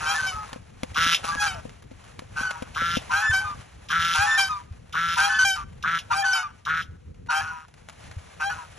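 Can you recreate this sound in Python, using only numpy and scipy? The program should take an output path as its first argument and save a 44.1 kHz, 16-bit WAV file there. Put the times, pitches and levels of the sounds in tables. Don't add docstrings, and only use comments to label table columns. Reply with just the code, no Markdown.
import sys
import numpy as np
from scipy import signal
from scipy.fft import rfft, irfft
from scipy.io import wavfile
from scipy.ndimage import uniform_filter1d

SR = 44100
rng = np.random.default_rng(int(sys.argv[2]) if len(sys.argv) > 2 else 0)


def ratio_of_db(decibels):
    return 10 ** (np.asarray(decibels, float) / 20)


def master_out(mix):
    frames = np.transpose(np.atleast_2d(mix))
    ceiling = np.clip(frames, -1, 1)
    pcm = np.round(ceiling * 32767).astype(np.int16)
    wavfile.write(sys.argv[1], SR, pcm)


N = 387198
HZ = np.maximum(np.fft.rfftfreq(N, 1 / SR), 1)


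def rms_one(x):
    return x / np.sqrt(np.mean(x ** 2) + 1e-20)


def in_time(rows):
    s, *columns = np.transpose(rows)
    return [np.interp(np.arange(N) / SR, s, c) for c in columns]


def at_hz(points, hz):
    points = np.array(points)
    return np.interp(np.log(hz), np.log(points[:, 0]), points[:, 1])


def colour(x, points):
    return rms_one(irfft(rfft(x) * ratio_of_db(at_hz(points, HZ)), N))


def drift(per_s):
    r = np.exp(-2 * np.pi * per_s / SR)
    noise = rng.standard_normal(N + SR)
    return rms_one(signal.lfilter([1], [1, -2 * r, r * r], noise)[SR:])


def struck(events, db):
    clicks = np.full(N, 1e-18)
    clicks[[round(e[0] * SR) for e in events]] = ratio_of_db(db)
    return clicks


def ring(clicks, hz, t60):
    r, w = ratio_of_db(-60 / (t60 * SR)), 2 * np.pi * hz / SR
    return signal.lfilter([0, np.sin(w)], [1, -2 * r * np.cos(w), r * r], clicks)


def decay(x, t60):
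    return signal.lfilter([1], [1, -ratio_of_db(-60 / (t60 * SR))], x)


def throat(x, resonances):
    out = 0
    for k, (hz, width, db) in enumerate(resonances):
        r = np.exp(-np.pi * width / SR)
        poles = [1, -2 * r * np.cos(2 * np.pi * hz / SR), r * r]
        out = out + (-1) ** k * ratio_of_db(db) * signal.lfilter([1 - r * r, 0, r * r - 1], poles, x)
    return rms_one(out)


def throat_twice(x, resonances):
    return throat(throat(x, resonances), resonances)


def pulses(per_s, rough, jitter):
    cycles = np.cumsum(per_s * (1 + jitter * drift(60))) / SR
    strength = ratio_of_db(5.0 * rough * drift(90))
    closures = rms_one(np.diff(np.floor(cycles), prepend=0) * strength)
    breath = rms_one(rng.standard_normal(N) * np.exp(-2.5 * (cycles % 1)))
    return np.sqrt(1 - rough) * closures + np.sqrt(rough) * breath


def turning(hz, waver):
    return 2 * np.pi * np.cumsum(hz * (1 + waver * drift(79))) / SR


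def flicker(count):
    spread_db, per_s = 3.5, 38
    slow = drift(per_s)
    return [ratio_of_db(spread_db * np.roll(slow, k * SR // 3)) for k in range(count)]


def shaped(start, length, from_hz, to_hz, levels_db, shape):
    return [(start + length * at, from_hz + (to_hz - from_hz) * glide, *np.add(levels_db, db))
            for at, glide, *db in shape]


def sung(calls, fade_s=0.0064, overhang_s=0.01):
    gate = np.zeros(N)
    for rows in calls:
        first = max(round((rows[0][0] - overhang_s) * SR), 0)
        gate[first:round((rows[-1][0] + overhang_s) * SR)] = 1
    gate = uniform_filter1d(gate, max(int(fade_s * SR), 1), mode="nearest")
    return [gate] + in_time(np.vstack(calls))


# start_s, wind_db, far_hiss_db
AIR_COURSE = [(0, -41.5, -38.5), (.7, -51.5, -56), (1.2, -43, -42.5), (1.9, -48.5, -58), (2.7, -46, -48),
              (3.3, -42.5, -47), (3.75, -51, -52.5), (4.8, -48.5, -60), (5.7, -50.5, -61),
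              (6.05, -50.5, -52), (6.6, -51.5, -60), (7.1, -50, -67), (7.3, -47.5, -70), (7.8, -51, -60.5),
              (8.1, -46, -48.5), (8.78, -58.5, -50.5)]
# frequency_hz, density_db (per Hz)
WIND_SPECTRUM = [(20, -38), (34, -5), (81, 3.5), (113, 0.5), (188, -7), (241, -12), (345, -19), (500, -12),
                 (650, -44.5), (1100, -120)]
# frequency_hz, density_db (per Hz)
HISS_SPECTRUM = [(250, -11.5), (500, 5.5), (1000, 3.5), (2500, -0.5), (4500, -8), (7000, -7.5),
                 (10000, -13), (11000, -3.5), (11500, -56.5)]
# start_s, strike_db (38 dB is taken off)
GUSTS = [(0.343, -37), (0.903, -32), (3.293, -23.5), (3.447, -33), (3.988, -30), (4.187, -25), (4.708, -29),
         (5.082, -38.5), (6.886, -31.5), (8.165, -26)]


def air():
    wind_db, hiss_db = in_time(AIR_COURSE)
    noise = rng.standard_normal((6, N))
    wind = ratio_of_db(wind_db + 3.6 * drift(5.8)) * colour(noise[0] + 0.41 * noise[1:3], WIND_SPECTRUM)
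    clicks = struck(GUSTS, np.array(GUSTS)[:, 1] - 38)
    buffets = ring(ring(clicks, 120, 0.059), 85, 0.11)
    hiss_db = hiss_db + 2.0 * drift(5) + 1.5 * drift(25)
    hiss = ratio_of_db(hiss_db) * colour(noise[3] + .6 * noise[4:], HISS_SPECTRUM)
    return wind + buffets + hiss


# start_s, thud_db, crunch_db
FOOTSTEPS = [(0.53, -38.5, -33.5), (0.561, -35, -53), (0.833, -26, -31), (0.919, -42, -75.5),
             (0.978, -34, -58), (1.065, -32, -50), (1.244, -36, -30), (1.356, -35, -51),
             (1.654, -31.5, -64.5), (1.915, -39.5, -57), (2.192, -39, -35.5), (2.222, -40.5, -59),
             (2.41, -36.5, -80), (2.623, -29, -32), (2.82, -32.5, -76), (2.971, -23, -48)]
# start_s, strike_db
BLADES = [(1.6941, -39), (1.8233, -43), (2.0414, -45.5), (2.5074, -24.5), (4.7228, -48), (7.6824, -46),
          (7.7398, -42), (7.887, -35.5), (7.8968, -39.5), (8.112, -34)]
# frequency_hz, relative_db, t60_s
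THUD_MODES = [(256, 2.5, 0.026), (509, 0.5, 0.05), (1100, -39, .012)]


def grass():
    steps, blades = np.array(FOOTSTEPS), np.array(BLADES)
    thud = 0
    for hz, db, t60 in THUD_MODES:
        strike_db = steps[:, 1] + 4 + db + rng.normal(0, 2.8, len(steps))
        thud = thud + ring(struck(FOOTSTEPS, strike_db), hz, t60)
    stray = (rng.random(N) < 6 / SR) * ratio_of_db(-58 + 4.0 * rng.standard_normal(N))
    bursts = struck(FOOTSTEPS, steps[:, 2]) + struck(BLADES, blades[:, 1] - 3) + stray
    grain = ratio_of_db(4.0 * drift(600)) * colour(rng.standard_normal(N), HISS_SPECTRUM)
    return thud + decay(bursts, .045) * grain


# start_s, length_s, full_pulse_rate_hz, base_level_db,
# end_bill_db (bill re voice), shut_puff_db (before smoothing)
GANDER_CALLS = [(0.96, 0.18, 167.6, -23, 3, -16), (2.762, 0.2, 170.9, -28, -0.5, -25),
                (3.902, 0.24, 167.6, -24, 0, -24), (4.941, 0.21, 168.3, -26, -4, -28),
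                (5.841, .141, 166.9, -24.5, -12, -28.5), (6.667, 0.15, 164.3, -25.5, -10, -37)]
# centre_hz, width_hz, gain_db (each pass)
DRAWN_IN_THROAT = [(1199, 350, -3), (1640, 190, -5.5)]
# centre_hz, width_hz, gain_db (each pass)
STRETCHED_THROAT = [(1376, 159, 11), (1738, 182, 12.5), (1828, 1010, 5.5)]
# centre_hz, width_hz, gain_db (each pass)
CHEST = [(168, 60, 0), (500, 100, -3)]
# centre_hz, width_hz, gain_db
BILL = [(2940, 880, 10.5), (3846, 700, 8), (5300, 830, 4.5), (6500, 200, -19.5), (9540, 930, -5.5)]


def gander():
    slack_hz, tighten_s, neck_s = 146.1, .022, 0.04
    push_db, push_s, sag_db_per_s = 6, 0.077, 11
    swell_db, swell_s = 7.5, 0.0056
    brighten_db = 13.5
    open_lead_s, open_db, shut_lag_s, puff_t60_s = 0.015, -35, 0.0049, 0.094
    calls, puffs = [], []
    for start, length, full_hz, level_db, bill_db, shut_db in GANDER_CALLS:
        t = length * np.linspace(0, 1, num=20) ** 2
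        rate_hz = full_hz - (full_hz - slack_hz) * np.exp(-t / tighten_s)
        onset_db = push_db * np.exp(-t / push_s) - swell_db * np.exp(-t / swell_s)
        voice_db = level_db + onset_db - sag_db_per_s * t
        opening_db = bill_db - brighten_db * (1 - t / length)
        calls.append(np.transpose([start + t, rate_hz, voice_db, opening_db, np.clip(t / neck_s, 0, 1)]))
        puffs += [(start - open_lead_s, open_db), (start + length + shut_lag_s, shut_db)]
    gate, per_s, db, bill_db, stretch = sung(calls, fade_s=.012, overhang_s=.002)
    source = pulses(per_s, .4 - .27 * stretch, jitter=.006)
    breath = .7 * ratio_of_db(3.0 * drift(40)) * rng.standard_normal(N)
    airy = ratio_of_db(1.5 * drift(25)) * (source + breath)
    voice = (1 - stretch) * throat_twice(source, DRAWN_IN_THROAT)
    voice = voice + stretch * throat_twice(source, STRETCHED_THROAT)
    voice = voice + ratio_of_db(-22.5) * throat_twice(source, CHEST) + ratio_of_db(bill_db) * throat(airy, BILL)
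    puff_height = uniform_filter1d(decay(struck(puffs, np.array(puffs)[:, 1]), puff_t60_s), size=120)
    return gate * ratio_of_db(db) * voice + puff_height * throat(rng.standard_normal(N), BILL)


# start_s, length_s, initial_growl_db, initial_rasp_db, rasp_fade_db_per_s
HOARSE_BURSTS = [(0, .15, -33.5, -34, -26), (0.145, 0.43, -39, -28, 46.5), (1.23, .18, -32, -29.5, 41),
                 (1.409, 0.072, -25.5, -28, 14), (1.492, 0.11, -33.5, -37.5, 70),
                 (2.357, 0.32, -30.5, -32.5, 45), (3.102, 0.18, -23.5, -30.5, 32),
                 (3.29, 0.055, -46, -34.5, 23), (3.326, .23, -46.5, -36, 29), (4.14, 0.27, -22, -26.5, 31),
                 (4.382, 0.23, -48, -30, 57.5), (5.166, 0.23, -20, -24.5, 52.5),
                 (5.388, 0.058, -45, -27.5, 46), (5.55, 0.089, -31, -32.5, 118.5),
                 (6.105, .14, -21.5, -29.5, 110.5), (6.238, .1, -42, -32, 2), (6.342, .17, -23, -32.5, 106),
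                 (7.294, 0.36, -21.5, -29.5, 52), (8.394, 0.051, -27, -35, 42),
                 (8.49, 0.167, -35.5, -35, 53)]


def hoarseness():
    attack_s, release_s, growl_fades = .015, 0.0061, 1.63
    out, clock = np.zeros((2, N)), np.arange(N) / SR
    for start, length, growl_db, rasp_db, fade in HOARSE_BURSTS:
        span = slice(round(start * SR), round((start + length + 8 * release_s) * SR))
        t = clock[span] - start
        attack = np.clip(t / attack_s + (start == 0), 0, 1)
        gate = attack * np.exp(-np.maximum(t - length, 0) / release_s)
        out[:, span] += gate * ratio_of_db([growl_db - growl_fades * fade * t, rasp_db - fade * t])
    return out


# start_s, length_s, end_pitch_hz, fundamental_db, octave_db, overtones_db
RISING_TONES = [(.07, 0.067, 808, -31.5, -29.5, -35), (2.402, 0.026, 817, -47, -32, -43),
                (3.142, 0.071, 822.3, -39, -21.5, -37.5), (4.186, 0.064, 830, -29.5, -21.5, -35),
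                (5.198, 0.08, 810.5, -33, -23, -34.5), (6.15, .07, 801, -28, -28.5, -35),
                (7.337, 0.065, 792.3, -30.5, -25.5, -38), (8.427, 0.071, 805.7, -31.5, -28.5, -42.5)]
# start_s, length_s, glide_from_hz, glide_to_hz, octave_db, overtones_db
FADING_TONES = [(0.275, 0.055, 768.7, 729, -35.5, -36), (1.41, .05, 834.4, 823, -37, -32.5),
                (1.465, 0.076, 795.5, 724, -39, -36), (3.344, 0.072, 766.3, 775, -22, -32.5),
                (4.387, 0.09, 790, 764, -23.5, -27), (5.458, 0.1, 794.3, 748, -24, -27),
                (6.341, .083, 778, 712.5, -26, -31.5)]
# share_of_length, share_of_glide, fundamental_db, octave_db, overtones_db
RISING_CONTOUR = [(0, 0.013, -6, 1, -8.5), (0.301, .45, -0.5, -0.5, -2.5), (.65, .85, 4, -4.5, 1.5),
                  (0.998, 1, 0.5, -13, -5.5)]
# share_of_length, share_of_glide, fundamental_db, octave_db, overtones_db
FADING_CONTOUR = [(0, 0.13, 1, 1.5, -1.5), (.25, .15, -0.5, -1, -2.5), (.65, 0.72, -5.5, -3, -7.5),
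                  (1, 0.62, -13, -12.5, -15.5)]
# frequency_hz, relative_db
OVERTONE_COLOUR = [(2300, -1), (3100, 2), (3900, -8.5), (4700, -4.5), (5500, -4), (7000, -11.5),
                   (9000, -10), (12500, -17)]
# centre_hz, width_hz, gain_db (each pass)
GROWL_RESONANCES = [(865, 110, -2.5), (1325, 210, 9), (1456, 520, 10), (1617, 330, 8), (2540, 420, -9.5),
                    (3380, 690, -17), (5560, 630, -11.5)]
# frequency_hz, density_db (per Hz)
RASP_SPECTRUM = [(600, -16.5), (1000, 10.5), (1500, 6), (2000, 2), (3000, 2.5), (4500, 2), (5800, 2),
                 (8000, -3), (10500, 2), (12500, -46)]


def goose_reed():
    rise_from_hz, fading_first_db = 771, -1.5
    rasp_dull_hz, rasp_dulling, rasp_full_db = 2000, 0.6, -25
    notes = [shaped(s, length, rise_from_hz, hz, db, RISING_CONTOUR)
             for s, length, hz, *db in RISING_TONES]
    for s, length, hz, to_hz, *db in FADING_TONES:
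        notes.append(shaped(s, length, hz, to_hz, [db[1] + fading_first_db, *db], FADING_CONTOUR))
    gate, hz, first_db, octave_db, upper_db = sung(sorted(notes))
    phase = turning(hz, waver=.003)
    tone = ratio_of_db(first_db) * np.sin(phase) + ratio_of_db(octave_db) * np.sin(2 * phase)
    for k, gain in enumerate(flicker(count=13), start=3):
        height = gain * ratio_of_db(upper_db + at_hz(OVERTONE_COLOUR, k * hz))
        tone += height * np.sin(k * phase + k * k)
    growl_height, rasp_height = hoarseness()
    growl = throat_twice(pulses(hz / 5, .1, jitter=.006), GROWL_RESONANCES)
    rasp = colour(pulses(hz / 5, .6, jitter=.02), RASP_SPECTRUM)
    dull = signal.sosfilt(signal.butter(2, rasp_dull_hz, fs=SR, output="sos"), rasp)
    rasp = dull + (rasp - dull) * (rasp_height / ratio_of_db(rasp_full_db)) ** rasp_dulling
    return np.sqrt(2) * gate * tone + growl_height * growl + rasp_height * rasp


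# start_s, length_s, from_hz, to_hz, level_db
SINGLE_TONES = [(0.145, .03, 820, 798, -38), (0.149, 0.041, 1727, 1770, -27),
                (0.188, 0.019, 1545, 1530, -26), (0.232, 0.033, 1533, 1527, -23.5),
                (0.325, 0.12, 1286, 1264, -35.5), (.36, 0.099, 870, 840, -44),
                (1.286, .06, 1177, 1158, -30), (1.548, .05, 696, 619, -44.5),
                (1.32, .025, 1600, 1666, -29.5), (1.377, 0.093, 1660, 1613, -26.5),
                (2.37, 0.04, 1531, 1512, -30), (2.435, 0.074, 1528, 1482, -26.5),
                (2.557, 0.038, 943, 960, -39.5), (3.104, 0.028, 1000, 1048, -30),
                (3.215, 0.027, 824, 825, -31), (3.218, 0.042, 1512, 1523, -25),
                (3.227, 0.086, 1737, 1765, -22), (3.317, .023, 1533, 1545, -23),
                (3.406, 0.086, 828, 826, -43), (3.424, 0.043, 1535, 1520, -31.5),
                (3.451, 0.085, 1233, 1178, -32), (3.458, 0.076, 1040, 977, -44.5),
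                (4.251, 0.048, 822, 822, -34), (4.274, 0.099, 1774, 1786, -21),
                (4.279, 0.082, 1537, 1536, -33.5), (4.498, 0.078, 1265, 1171, -29),
                (4.503, 0.12, 1008, 970, -41), (5.169, 0.024, 984.3, 1015, -32),
                (5.271, 0.071, 806.4, 808, -37.5), (5.295, 0.088, 1745, 1730, -26),
                (5.301, 0.071, 1517, 1514, -23), (5.391, 0.049, 1520, 1523, -17),
                (5.574, .055, 1214, 1160, -35), (6.112, .018, 940, 1003, -25),
                (6.113, 0.01171, 1380, 1394, -28.5), (6.132, 0.013, 1180, 1214, -21.5),
                (6.224, 0.087, 796, 792, -29.5), (6.231, .015, 1743, 1722, -26.5),
                (6.249, 0.084, 1517, 1502, -19.5), (6.436, 0.034, 1223, 1166, -30.5),
                (7.296, 0.017, 950, 992, -27), (7.297, 0.015, 1438, 1467, -23.5),
                (7.318, 0.015, 1223, 1284, -28), (7.398, 0.022, 1640, 1705, -31),
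                (7.442, 0.075, 1498, 1450, -33), (7.514, 0.093, 997, 965, -43),
                (8.497, 0.017, 1694, 1720, -36), (8.508, 0.022, 1487, 1462, -27),
                (8.587, 0.056, 1010, 930, -40.5)]
REGISTER_BORDERS = [900, 1100, 1400, 1590]
# share_of_length, share_of_glide, level_db
LOW_CONTOUR = [(0, 0.0026, 0.5), (.3, .3, 2), (1, 1, -5)]
# share_of_length, share_of_glide, level_db
HIGH_CONTOUR = [(0, 0.1, -2.5), (.5, .5, -1), (0.998, 1, -1.5)]
# multiple, relative_db
SINGLE_TONE_OVERTONES = [(2, -15.5), (3, -19.5), (4, -18), (5, -26.5), (6, -39)]
# multiple_of_mid, multiple_of_high, relative_db
DIFFERENCE_TONES = [(2, -1, -29), (3, -2, -13), (4, -2, -17.5)]


def goose_single_tones():
    blare_db_per_db, blare_from_db = 0.75, -20.5
    out, voices, gains = 0, [], flicker(count=5)
    register = np.digitize(np.array(SINGLE_TONES)[:, 2], REGISTER_BORDERS)
    for which in np.unique(register):
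        contour = HIGH_CONTOUR if which > 2 else LOW_CONTOUR
        notes = [shaped(*row[:4], row[4:], contour)
                 for row, r in zip(SINGLE_TONES, register) if r == which]
        gate, hz, db = sung(notes, fade_s=0.013, overhang_s=.005)
        phase = turning(hz, waver=0.00295)
        height = np.sqrt(2) * gate * ratio_of_db(db + 1.5 * drift(43))
        overtones = sum(gain * ratio_of_db(d) * np.sin(round(k) * phase)
                        for (k, d), gain in zip(SINGLE_TONE_OVERTONES, gains))
        blare = ratio_of_db(blare_db_per_db * (db - blare_from_db))
        out = out + height * (np.sin(phase) + blare * overtones)
        voices.append((phase, height))
    (mid, mid_height), (high, high_height) = voices[-2:]
    both = np.sqrt(mid_height * high_height + 1e-18)
    for m, h, db in DIFFERENCE_TONES:
        out += ratio_of_db(db) * both * np.sin(round(m) * mid + round(h) * high)
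    return out


# delay_s, level_db
REFLECTIONS = [(.011, -18), (.037, -27), (.083, -33), (.16, -37)]


def scene():
    scatter_db, scatter_t60_s = -26, 0.53
    geese = gander() + goose_reed() + goose_single_tones()
    dull = signal.lfilter([.4], [1, -.6], geese)
    for delay_s, db in REFLECTIONS:
        lag = int(delay_s * SR)
        geese[lag:] += ratio_of_db(db) * dull[:-lag]
    tail = rng.standard_normal((2, SR // 2)) * ratio_of_db(-60 * np.arange(SR // 2) / SR / scatter_t60_s)
    tail = tail / np.linalg.norm(tail[0])
    scattered = signal.fftconvolve(dull[None], tail, axes=1)[:, :N]
    return geese + ratio_of_db(scatter_db) * scattered + grass() + air()


def band_limit(x):
    return signal.sosfilt(signal.butter(12, 12220, fs=SR, output="sos"), x)


# frequency_hz, left_lead_rad
PORT_LEAD = [(0, 0), (260, 1.1), (690, 4.8), (1030, 4.8), (1720, 6.4), (2840, 7.0), (4130, 7.0),
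             (4650, 8.2), (5170, 11.2), (5680, 12.5), (6200, 12.7), (8350, 15.5), (9560, 15.8),
             (11800, 18.7)]
# frequency_hz, left_minus_right_db
PORT_LEVEL = [(60, 0.5), (110, 1.0), (190, 4.5), (350, 4.5), (620, 6.0), (1120, 2.0), (2010, 0.0),
              (3610, 0.0), (6470, 0.0), (11600, 0.0)]


def record(dry):
    lead = np.interp(HZ, *np.transpose(PORT_LEAD))
    half = ratio_of_db(at_hz(PORT_LEVEL, HZ) / 2) * np.exp(.5j * lead)
    ports = half ** np.array([[1], [-1]])
    treble_limit = 1 / (1 + (HZ / 11900) ** 16)
    mix = irfft(rfft(dry) * ports * treble_limit, N)
    return band_limit(mix)


dry = scene()
out = record(dry)
master_out(out)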